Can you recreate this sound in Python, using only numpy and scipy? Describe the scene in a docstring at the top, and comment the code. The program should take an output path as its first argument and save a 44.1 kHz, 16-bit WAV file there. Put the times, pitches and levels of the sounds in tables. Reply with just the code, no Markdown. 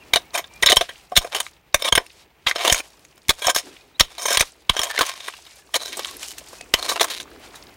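"""A small steel hoe chops and drags through damp, stony soil, outdoors at arm's length.
Each knock is a short crunch that rings the mud-damped blade; loud ones overload the input with a thump.
Between knocks, grit rubs along the steel, crumbs trickle down and clods roll over.
Behind it sit a soft wash of water, a low hum and far bird whistles."""
import sys
import numpy as np
from scipy import signal
from scipy.fft import rfft, irfft, next_fast_len
from scipy.io import wavfile
from scipy.ndimage import uniform_filter1d

SR = 44100
rng = np.random.default_rng(int(sys.argv[2]) if len(sys.argv) > 2 else 0)


def log_audio(samples):
    """Write samples as a 16-bit WAV file to the path given in sys.argv[1]."""
    # one column per channel
    frames = np.atleast_2d(samples).T
    # limit to full scale, then quantise
    limited = np.clip(frames, -1, 1)
    pcm = np.round(limited * 32767).astype(np.int16)
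    wavfile.write(sys.argv[1], SR, pcm)


N = 342216
HIT_SAMPLES = 4096

# The blade's modes. Each row: pitch in Hz, relative level in dB, t60 in seconds before damping scales it.
BLADE_MODES = [(608, -3, 0.034), (707, 2, 0.054), (1059, 7.5, 0.018), (1199, -7, 0.049), (1600.5, -6, 0.04),
               (1894, 0, 0.01), (2280, 4, 0.01), (3140, -0.5, 0.018), (3680, 4.5, 0.0093),
               (4310, -10.5, 0.0055), (5357, -9, 0.066), (5927, -4, 0.018), (6510, -5, 0.025),
               (6870, -5.5, 0.01), (7580, -12, 0.014), (8560, -9.5, .025), (8940, -3.5, 0.014),
               (10550, -8, 0.012), (12900, -15, 0.031), (13400, -23, 0.015), (15200, -15.5, 0.016)]
# Strokes through grit. Each row: start and end in seconds, first and last level in dB, dull and bright
# trims in dB, bare steel over soil in dB, singing pitch in Hz, its relative level in dB.
DRAG_STROKES = [(0.331, 0.394, -33, -31.5, 2.5, -1.5, 6.5, 3600, -12),
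                (1.202, 1.29, -30, -55.5, 4, -3, 3, 3700, -6),
                (1.308, 1.409, -32, -32.5, -2, -4.5, -1.5, 3100, -9),
                (1.779, 1.872, -39, -27, -3.5, -4.5, 4.5, 3600, -5),
                (2.48, 2.512, -17.5, -35, 0.5, -5, 0.5, 2100, -8),
                (2.541, 2.674, -35, -24, -1.5, -4.5, -1.5, 696, -4),
                (2.7, 2.803, -19.5, -36.5, -6, -1, 2, 3100, -17),
                (3.315, 3.41, -50, -52, -6, -3, -4.5, 3700, -6),
                (3.403, 3.494, -38, -23, -10, -3.5, 14, 3260, -10),
                (3.554, 3.601, -23, -31.5, -4.5, -3, 0.5, 5330, -6),
                (3.987, 4.173, -40, -55, -7, -5.5, -3.5, 3500, -14),
                (4.176, 4.356, -34.5, -25.5, -4.5, 1.5, 7, 5940, -9.5),
                (4.394, 4.419, -7, -30.5, -15, 4, -1, 6000, 2),
                (4.728, 4.755, -36, -45, 8, 8, -4.5, 700, -3),
                (4.759, 4.88, -26.5, -38, 1, -3, 4, 3200, -3),
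                (4.886, 4.996, -33, -30.5, -3.5, -6.5, -4.5, 1760, 1.5),
                (5.01, 5.173, -34.5, -39.5, -8.5, -6.5, -3, 1076, -7),
                (5.196, 5.28, -38.5, -36, -11.5, -6, 0, 3670, -6),
                (5.779, 5.974, -35.5, -41.5, -6, 0, 0.5, 4010, 0),
                (5.971, 6.135, -41, -40, -15, -6, -4, 1105, -6.5),
                (6.246, 6.313, -52, -42.5, -11.5, 8, -15, 2980, -3),
                (6.758, 6.863, -43, -31, 0.5, -0.5, -3.5, 4250, 0.5),
                (6.874, 6.929, -22, -34, -3, 0, 1.5, 1090, -5),
                (6.944, 6.982, -32.5, -38, 3.5, -1.5, -5, 2780, 1),
                (7.023, 7.091, -39, -40.5, -4, -1, -1, 1090, -9),
                (7.089, 7.217, -39, -39.5, -12, -1, -5, 3840, -5)]
# The tone of fine crumbs. Each row: frequency in Hz, gain in dB.
CRUMB_EQ = [(300, -25.5), (600, -3.5), (1200, -6.5), (2500, 0), (4000, 1), (6500, -4.5), (10000, -9),
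            (16000, -22)]


def knocks():
    """The hoe bites: a crunch builds and dies, and where the blade is hit decides which modes answer."""
    # Each row: start in seconds, relative level in dB, dull and bright trims in dB,
    # rise and decay in ms, leading pitch in Hz.
    hits = [(0.1347,-0.5,-13,-9,0.97,5.1,3680),(0.1571,-3.5,-5,-5,2.4,2.4,3800),(0.1595,-10.5,-3,-14,10.4,4.2,3700),
            (0.3487,-13.5,-18,-12,3.6,2.6,2250),(.3755,-18,-9,-2.5,1.5,10,2200),(0.4412,-26.5,-14,-19,1.3,2.4,3580),
            (.625,-8.5,-11.5,-3.5,1.6,1.7,3740),(0.63,-0.5,-13,-11.5,0.57,4.2,2030),(0.6597,-6,-13.5,-0.5,1.3,7.6,3750),
            (0.6632,-2.5,-23,-23,11.4,4.6,3770),(0.684,-4.5,-18,-23,6.4,3.5,3670),(0.6961,-7,-5,-2.5,3.6,8.3,3670),
            (0.719,1,-18,-8,1.2,1,3780),(0.7242,-4,-1.5,-7,1.76,3.8,3100),(.76,-19,-24,5,1.1,2.9,3060),
            (0.7675,2.5,-10,-8,1.7,3.3,3170),(0.8095,-10,0,-11,0.71,6.9,692),(0.888,-25.5,-8.5,-12.5,3.1,9.6,1960),
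            (1.1184,-40,22,-6,0.82,8.5,720),(1.154,-18,-22,-3,4.9,3,3680),(1.1625,-2,-15,-8,4.8,.9,3660),
            (1.166,-1.5,-14,-4,8.9,5.5,3680),(1.2444,-32.5,11,-3,2.1,9.5,590),(1.3478,-15,-7,-4,0.77,5.2,2870),
            (1.3541,-17.5,-7,-5.5,9,8.5,3040),(1.4003,-16.5,-8,0,3,5.8,8600),(1.465,-22.5,-15.5,-18,1.04,.7,2300),
            (1.7434,-3,-4,-2.5,2.1,3.8,600),(1.8211,-16.5,-6,-3.5,2.7,2,3620),(1.8456,-21.5,-3,-9,4.9,9.5,3530),
            (1.871,-14.5,-5.5,-8,17,3.9,3460),(1.923,-1.5,-9.5,-8.5,1.6,4.2,3220),(1.9518,-5,-15,-3,.8,5.6,8980),
            (1.9761,-4,-1.5,-10.5,2.5,2,1900),(2.063,-33.5,-22,-2.5,1.15,1.6,2680),(2.4649,-5.5,-15.5,-17.5,7.3,6.6,3190),
            (2.5116,-9.5,-13,-21,1.3,2.9,2060),(2.5594,-16,-1.5,-31,0.71,2.2,635),(2.6423,-15,.5,-4.5,7.8,20,2870),
            (2.6749,-7.5,-3.5,-4.5,3.3,4.4,3470),(2.6965,-4.5,-8.5,-8,2,4.1,3140),(2.7247,-6,-8,4,0.42,3.2,7740),
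            (2.745,-13,-10,0,0.78,2.3,6510),(2.7957,-22.5,-5.5,-10,7.5,4,2430),(3.05,-41.5,-19,1,0.9,1.8,6430),
            (3.177,-44,-3.5,0,2,1.9,2310),(3.2836,-25.5,-42,5,0.78,1.3,5100),(3.2921,-1.5,-11.5,-4,2.6,3.1,3400),
            (3.2939,-10,-4.5,-4.5,12.6,3.8,3960),(3.4187,-20,-7,-6.5,1.9,9.8,3270),(3.444,-17.5,-9.5,-9,2.5,18,3240),
            (3.4678,-12.5,0,7,1.4,2.7,6790),(3.4802,-14,8,-17,3.7,1.8,590),(3.4895,-11,-5,0,11.4,5.7,1598),
            (3.5471,-20,-20,6,1.9,8.2,5330),(3.561,-10.5,-2,1,2.6,2.7,3700),(3.9973,-1.5,-29,-3,0.81,2.7,3170),
            (4.0053,1,-11.5,-4,3.8,2.5,3670),(4.181,-24.5,-3.5,-4,1.5,2.6,3970),(4.2548,-16,1.5,1.5,1.6,3.6,6240),
            (4.282,-18,-4,-2,1.1,7.3,1610),(4.303,-19.5,5,5.5,3.3,3.6,704),(4.314,-17.5,-3,-4,1.8,8.3,1560),
            (4.346,-15,-14,-2,1.1,3.3,1590),(4.326,-17.5,-10,7,2.5,5.3,5260),(4.3718,-2,-12,-3,0.99,2.2,3250),(4.4064,-3.5,-9.5,-3,2.1,3.8,2280),
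            (4.4246,-19.5,-4,-26,0.75,4.6,1090),(4.6949,2,-12,-12.5,1.02,2.9,3200),(4.7657,-15,-3,-5,1.4,2.3,3200),
            (4.7915,-10.5,-7.5,-6.5,1.1,5.6,3240),(4.816,-16,-14,2.5,0.74,1.1,5430),(4.8322,-18,-7,2.5,1.3,9.6,6950),
            (4.904,-28,-16,-1,9.4,2.8,1690),(4.9766,-9,-14,-22,1.1,2.6,2220),(4.988,-12,-2.5,-3,2,5.9,1503),
            (5.0095,-7.5,-3.5,-7,0.23,9.9,1090),(5.0305,-21,-2,-17,0.68,1.7,1080),(5.0606,-30,-26,8,4.8,4,6200),
            (5.2045,-25,-16,-17,.66,1.1,3500),(5.2772,-22,-5.5,-7.5,8,4.6,1070),(5.337,-30.5,-9.5,-14,0.72,3,2740),
            (5.4633,-35,-9,-11,0.73,3.6,3800),(5.7385,-13,-9,-7,6.2,10,3080),(5.7506,-14.5,-1.5,1.5,12.5,4.3,3993),
            (5.8549,-24.5,-7,0.5,5.2,1.5,3900),(5.9689,-35.5,9.5,16,3.1,4.4,8100),(5.9925,-24.5,6.5,3,2.1,2,3650),
            (6.046,-14,-31,-14,1.8,1,3140),(6.2285,-22,-20,-3.5,1.4,1.8,2860),(6.381,-33,-13,5.5,1.3,7.2,7600),
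            (6.528,-50.5,20,12,3.5,4,480),(6.6074,-29,-3.5,-21,3.6,1.3,2700),(6.7388,1,-9.5,-6,0.58,2.6,3040),
            (6.8267,-15.5,-7,-10,1.2,0.59,3980),(6.887,-19,-7,1,7.4,17,3920),(6.9131,-25.5,8,-7,9.3,4.3,1150),
            (6.9966,-17,-15,-11,1.1,11,3500),(7.0062,-7,-0.5,-3,7.6,5.1,3720),(7.029,-20,-12,4,1.4,3,3830),
            (7.0414,-17,1.5,2.5,2.2,4.2,1110),(7.0981,-23,-14,-4.5,6,27,3970),(7.164,-29,-19,-4,1.5,2.4,3850),
            (7.2007,-22,-15,-11,0.41,3.6,4160),(7.552,-39.5,-14,2,4.6,13,3770)]
    # The broad crunch of soil and stone. Each row: frequency in Hz, gain in dB.
    soil_eq = [(200, -14), (350, -8), (700, -2), (1500, -1), (2500, 3), (4000, 2), (7000, -3), (11000, -8),
               (16000, -12)]
    out, lead_in_ms = np.zeros(N), 12
    ms = 1000 * np.arange(HIT_SAMPLES) / SR - lead_in_ms
    soil, bands = eq_response(soil_eq, HIT_SAMPLES), tone_bands(HIT_SAMPLES)
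    stroke_starts, stroke_steel_db = np.transpose(DRAG_STROKES)[[0, 6]]
    mode_hz = np.array(BLADE_MODES)[:, 0]
    chance = rng.standard_normal((len(hits), 3, len(mode_hz), 1))
    for (start, db, dull_db, bright_db, rise, fall, lead_hz), (spot, grip, shift) in zip(hits, chance):
        shape = np.where(ms < rise, np.maximum(ms / rise, 0) ** 0.84, np.exp(-(ms - rise) / fall))
        settling = amp(-21.5) * np.exp(-ms / 14) + amp(-40.5) * np.exp(-ms / 45)  # loosened crumbs
        shape += settling * (ms > rise)
        shape += amp(-19.5) * np.exp(ms) * (ms < 0)  # the edge cuts through soft soil first
        grains = np.repeat(rng.standard_normal(HIT_SAMPLES // 32), 32)
        shape *= amp(3.08 * grains)  # stones crack one after another
        # The mode nearest the leading pitch takes most of the blow, bent there by the load of soil.
        nearest = (np.arange(len(mode_hz)) == np.argmin(np.abs(mode_hz - lead_hz)))[:, None]
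        detune = np.where(nearest, lead_hz / mode_hz[:, None], 1 + 0.0092 * shift)
        steel_db = np.interp(start, stroke_starts, stroke_steel_db)  # bare steel rings louder, longer
        damping = np.where(nearest, 1.6, 2.1) * amp(-.4 * steel_db) * 1.25 ** grip
        strike_db = np.where(nearest, 11.0, 5.6 * np.clip(spot, -3, 1.2)) - 3 + steel_db
        ring = (amp(strike_db) * blade_response(damping, detune)).sum(axis=0)
        blow, crush = rfft(rng.standard_normal((2, HIT_SAMPLES)) * shape)
        crunch = blow * ring + crush * amp(17) * soil
        parts = [irfft(crunch * band) for band in bands]
        width = np.sum(shape ** 2) + 60  # samples over which the energy is spread
        dull, middle, bright = (part / np.sqrt(np.sum(part ** 2) / width) for part in parts)
        knock = middle + amp(dull_db) * dull + amp(bright_db) * bright
        add(out, start - lead_in_ms / 1000, amp(db - 4.5) * knock)
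    return out


def blade_response(damping, detune=1):
    """Each mode's spectrum after a tap; soil pressed on the steel shortens the ring and bends it."""
    hz, db, t60 = np.transpose(BLADE_MODES)[:, :, None]
    omega, loss = 2 * np.pi * hz * detune, np.log(1000) * damping / t60
    bin_hz = np.fft.rfftfreq(HIT_SAMPLES, 1 / SR)
    return amp(db) * SR * omega / ((2j * np.pi * bin_hz + loss) ** 2 + omega ** 2)


def overload_thumps():
    """A thump follows each loud knock as the input overloads: a soft push, a short note, a low boom."""
    # Each row: start in seconds, relative level in dB.
    thumps = [(0.134, -37), (0.157, -39), (0.633, -34), (0.663, -39), (0.703, -37), (0.77, -25),
              (0.819, -49), (1.177, -21), (1.745, -27), (1.928, -26), (1.954, -36), (1.974, -30.5),
              (2.465, -38), (2.722, -24), (3.291, -25.5), (3.309, -44), (3.466, -38), (3.56, -43),
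              (4.007, -20), (4.373, -34), (4.407, -28), (4.699, -24), (4.794, -39.5), (5.007, -37),
              (6.74, -31)]
    note_hz, boom_hz = 171, 70
    out, t = np.zeros(N), np.arange(HIT_SAMPLES) / SR
    push = amp(4) * t / 0.00093 * np.exp(1 - t / 0.0018)
    note = amp(-4) * np.sin(2 * np.pi * note_hz * t) * np.exp(-t / .008)
    boom = amp(-17.5) * np.sin(2 * np.pi * boom_hz * t) * np.exp(-t / 0.023)
    for start, db in thumps:
        add(out, start, amp(db) * (push + note + boom))
    return out


def grit():
    """Dense ticks clump as stones catch and slip; some scratch the steel, the rest crumble."""
    attack_s, release_s, chatter_db = 0.024, 0.013, 4.5
    out, t, size = np.zeros(N), np.arange(N) / SR, next_fast_len(N + HIT_SAMPLES)
    clumps = amp(chatter_db * wander(90))
    ring = rfft(irfft(blade_response(damping=.7).sum(axis=0)), size)
    steel = split_bands(rfft(ticks(9000, spread_db=3.3) * clumps, size) * ring, size)
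    crumbling = rfft(ticks(9000, spread_db=7.2) * clumps, size)
    soil = split_bands(crumbling * eq_response(CRUMB_EQ, size), size)
    patches = [amp(2.4 * wander(50)) for _ in steel]  # the rub wanders between dull and bright
    for start, end, first_db, last_db, dull_db, bright_db, steel_db, sing_hz, sing_db in DRAG_STROKES:
        now = slice(int(start * SR), int((end + .15) * SR))
        force = amp(np.interp(t[now], (start, end), (first_db, last_db)))
        force *= np.clip((t[now] - start) / attack_s, 0, 1)
        force *= np.exp(-np.maximum(t[now] - end, 0) / release_s)
        resonance = signal.iirpeak(sing_hz, Q=24, fs=SR)  # the load picks out one pitch
        sing = signal.lfilter(*resonance, sum(soil)[now])
        out[now] += force * at_level(sing, sing_db)
        steel_share = 1 / (1 + amp(-2 * steel_db))
        for bare, muddy, patch, db in zip(steel, soil, patches, (dull_db, 0, bright_db)):
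            rub = np.sqrt(steel_share) * bare[now] + np.sqrt(1 - steel_share) * muddy[now]
            out[now] += amp(db) * force * patch[now] * rub
    return out


def trickle():
    """Loosened crumbs patter down: a fine hiss and brief rustles, each crumb size at its own pitch."""
    # Each row: time in seconds, mid-band level in dB, dull and bright trims in dB.
    flow = [(0, -59, -13, 0), (.45, -60.5, 4, 0), (.85, -44, -14, -5), (1.1, -62.5, -17, 2),
            (1.45, -51.5, -3, 4.5), (1.65, -70, -13, -5.5), (2.05, -54, -10, 1.5), (2.3, -67.5, -9, -3.5),
            (2.83, -53.5, -3, 1.5), (3.2, -66, -5.5, 6.5), (3.6, -48.5, -3, -0.5), (3.95, -64.5, -4, -2.5),
            (4.45, -49.5, -8, 2), (4.68, -61, -8.5, -4), (5.3, -47, -8.5, -0.5), (5.7, -59, -3, 5),
            (6.15, -42, -8.5, 1.5), (6.65, -57.5, 1.5, 6.5), (7.25, -51, -0.5, -6), (7.76, -57, 1.5, 3.5)]
    crumbs_per_s, rustle_ms = 60, 1.4  # in each band
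    db, dull_db, bright_db = automation(flow)
    size, patter, slides = next_fast_len(N + HIT_SAMPLES), 0, wander(30)
    fade = [1, -np.exp(-1000 / (rustle_ms * SR))]
    for hz in 400 * 1.7 ** np.arange(7):
        landings = np.abs(ticks(crumbs_per_s, spread_db=5.5))
        rustle = signal.lfilter([1], fade, signal.lfilter([1], fade, landings))
        patter += band_noise(hz, 1.7 * hz) * (at_level(rustle, 0) + amp(1.5 + 3.9 * slides))
    dull, middle, bright = split_bands(rfft(patter, size) * eq_response(CRUMB_EQ, size), size)
    return amp(db) * (amp(dull_db) * dull + middle + amp(bright_db) * bright)


def clods():
    """Clods and stones roll over with a hollow, lumpy rumble."""
    # Each row: time in seconds, level in dB.
    fader = [(0, -56.5), (1, -66), (3.6, -64), (3.67, -39.5), (3.8, -60), (3.95, -60), (5.7, -62),
             (5.95, -47.5), (6.2, -52.5), (6.5, -58), (7.0, -43), (7.3, -49.5), (7.76, -55.5)]
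    rumble = band_noise(260, 480) * amp(2.5 * wander(35))
    return amp(automation(fader)[0]) * at_level(rumble, 0)


def water_and_hum():
    """Distant water: smooth noise with a slight flicker, over a wavering low hum."""
    # The water's tone. Each row: frequency in Hz, gain in dB.
    water_eq = [(25, -11), (60, -5), (140, -0.5), (300, -9), (800, -3.5), (1500, -10), (2500, -6.5),
                (4000, -19.5), (8000, -26), (12000, -27), (16000, -18)]
    # The background ducks under the loud knocks and slowly recovers, as with a recorder's gain control.
    # Each row: time in seconds, relative level in dB.
    fader = [(0, -55), (.6, -55), (1.0, -59), (1.7, -61), (2.3, -62), (3.2, -62), (4.1, -62), (4.6, -64),
             (5.6, -62), (6.4, -57), (7.3, -55), (7.76, -55.5)]
    hum_hz, hum_width_hz = 58.7, 14
    size = next_fast_len(N)
    water = irfft(rfft(rng.standard_normal(size)) * eq_response(water_eq, size), size)[:N]
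    water *= amp(1.5 * wander(60))
    hum = signal.lfilter(*signal.iirpeak(hum_hz, hum_hz / hum_width_hz, SR), rng.standard_normal(N))
    return amp(automation(fader)[0]) * (at_level(water, 4.3) + at_level(hum, -2.5))


def birds():
    """Thin gliding whistles, made uneven by distance."""
    # Each row: start and length in seconds, first and last pitch in Hz, level in dB before the flutter.
    whistles = [(.0, 0.038, 2840, 2600, -49), (0.014, 0.035, 2430, 2430, -50),
                (.235, 0.057, 2150, 2310, -57), (.485, 0.11, 2310, 2430, -48),
                (3.775, .05, 2500, 2450, -58), (3.945, .03, 3600, 4220, -50),
                (5.448, 0.15, 2070, 2430, -55), (5.588, 0.045, 1720, 1710, -56),
                (6.579, .07, 2550, 2570, -46.5)]
    out = np.zeros(N)
    for start, length, first_hz, last_hz, db in whistles:
        count = int(length * SR)
        tone = np.sin(2 * np.pi * np.cumsum(np.linspace(first_hz, last_hz, count)) / SR)
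        add(out, start, amp(db) * signal.windows.tukey(count, .4) * tone)
    return out * amp(3.4 * wander(100))


def amp(db):
    return 10 ** (np.asarray(db) / 20)


def at_level(x, db):
    return x * amp(db) / np.sqrt(np.mean(x ** 2))


def add(out, start_s, sound):
    """Mix a sound in at its start time."""
    i = int(max(start_s, 0) * SR)
    out[i:i + len(sound)] += sound[:len(out) - i]


def automation(table):
    """One curve per value column, ramping between the times in the first."""
    times, *columns = np.transpose(table)
    return [np.interp(np.arange(N) / SR, times, column) for column in columns]


def eq_response(table, size):
    """Causal frequency response through (Hz, dB) points."""
    hz, db = np.transpose(table)
    log_gain = np.log(amp(np.interp(np.log(np.fft.rfftfreq(size, 1 / SR) + 1), np.log(hz), db)))
    cepstrum = irfft(log_gain, size)
    cepstrum[1:size // 2] *= 2
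    cepstrum[size // 2 + 1:] = 0
    return np.exp(rfft(cepstrum))


def tone_bands(size):
    """Dull, middle and bright crossover curves; the small blade sends out no bass."""
    bass_hz, dull_hz, bright_hz = 331, 1450, 4900
    hz = np.fft.rfftfreq(size, 1 / SR)
    dull = 1 / (1 + (hz / dull_hz) ** 6)
    bright = 1 - 1 / (1 + (hz / bright_hz) ** 8)
    bass_cut = 1 - 1 / (1 + (hz / bass_hz) ** 4)
    return dull * bass_cut, 1 - dull - bright, bright


def split_bands(spectrum, size):
    """Dull, middle and bright part of a sound, each at unit level."""
    return [at_level(irfft(spectrum * band, size)[:N], 0) for band in tone_bands(size)]


def band_noise(low_hz, high_hz):
    band = signal.butter(2, (low_hz, high_hz), "band", fs=SR, output="sos")
    return signal.sosfilt(band, rng.standard_normal(N))


def wander(rate_hz):
    """Random steps, smoothed twice, with a spread near 1."""
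    hold = int(SR / rate_hz)
    steps = np.repeat(rng.standard_normal(N // hold + 1), hold)
    return 1.3 * uniform_filter1d(uniform_filter1d(steps, hold), hold)[:N]


def ticks(per_s, spread_db):
    """Ticks at random moments, many small and a few large."""
    impulses = (rng.random(N) < per_s / SR) * rng.standard_normal(N)
    return impulses * amp(spread_db * np.minimum(rng.exponential(size=N), 4))


def scene():
    """All straight ahead; the thumps are a little stronger and later on the right."""
    low = overload_thumps()
    centre = knocks() + grit() + trickle() + clods() + water_and_hum() + birds()
    return centre + np.array([amp(-1.3) * low, np.roll(low, 14)])


def record(dry):
    """Loud knocks overload the input; coupling stages cut the lowest bass, a steep filter the top."""
    low_cuts_hz, top_hz = (24, 19), 15800  # low cuts: left, right
    saturated = np.tanh(0.87 * dry)
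    coupled = [signal.sosfilt(signal.butter(3, hz, "high", fs=SR, output="sos"), side)
               for hz, side in zip(low_cuts_hz, saturated)]
    top_cut = signal.ellip(9, .3, 50, top_hz, fs=SR, output="sos")
    return signal.sosfilt(top_cut, np.clip(coupled, -1, 1))


dry = scene()
out = record(dry)
log_audio(out)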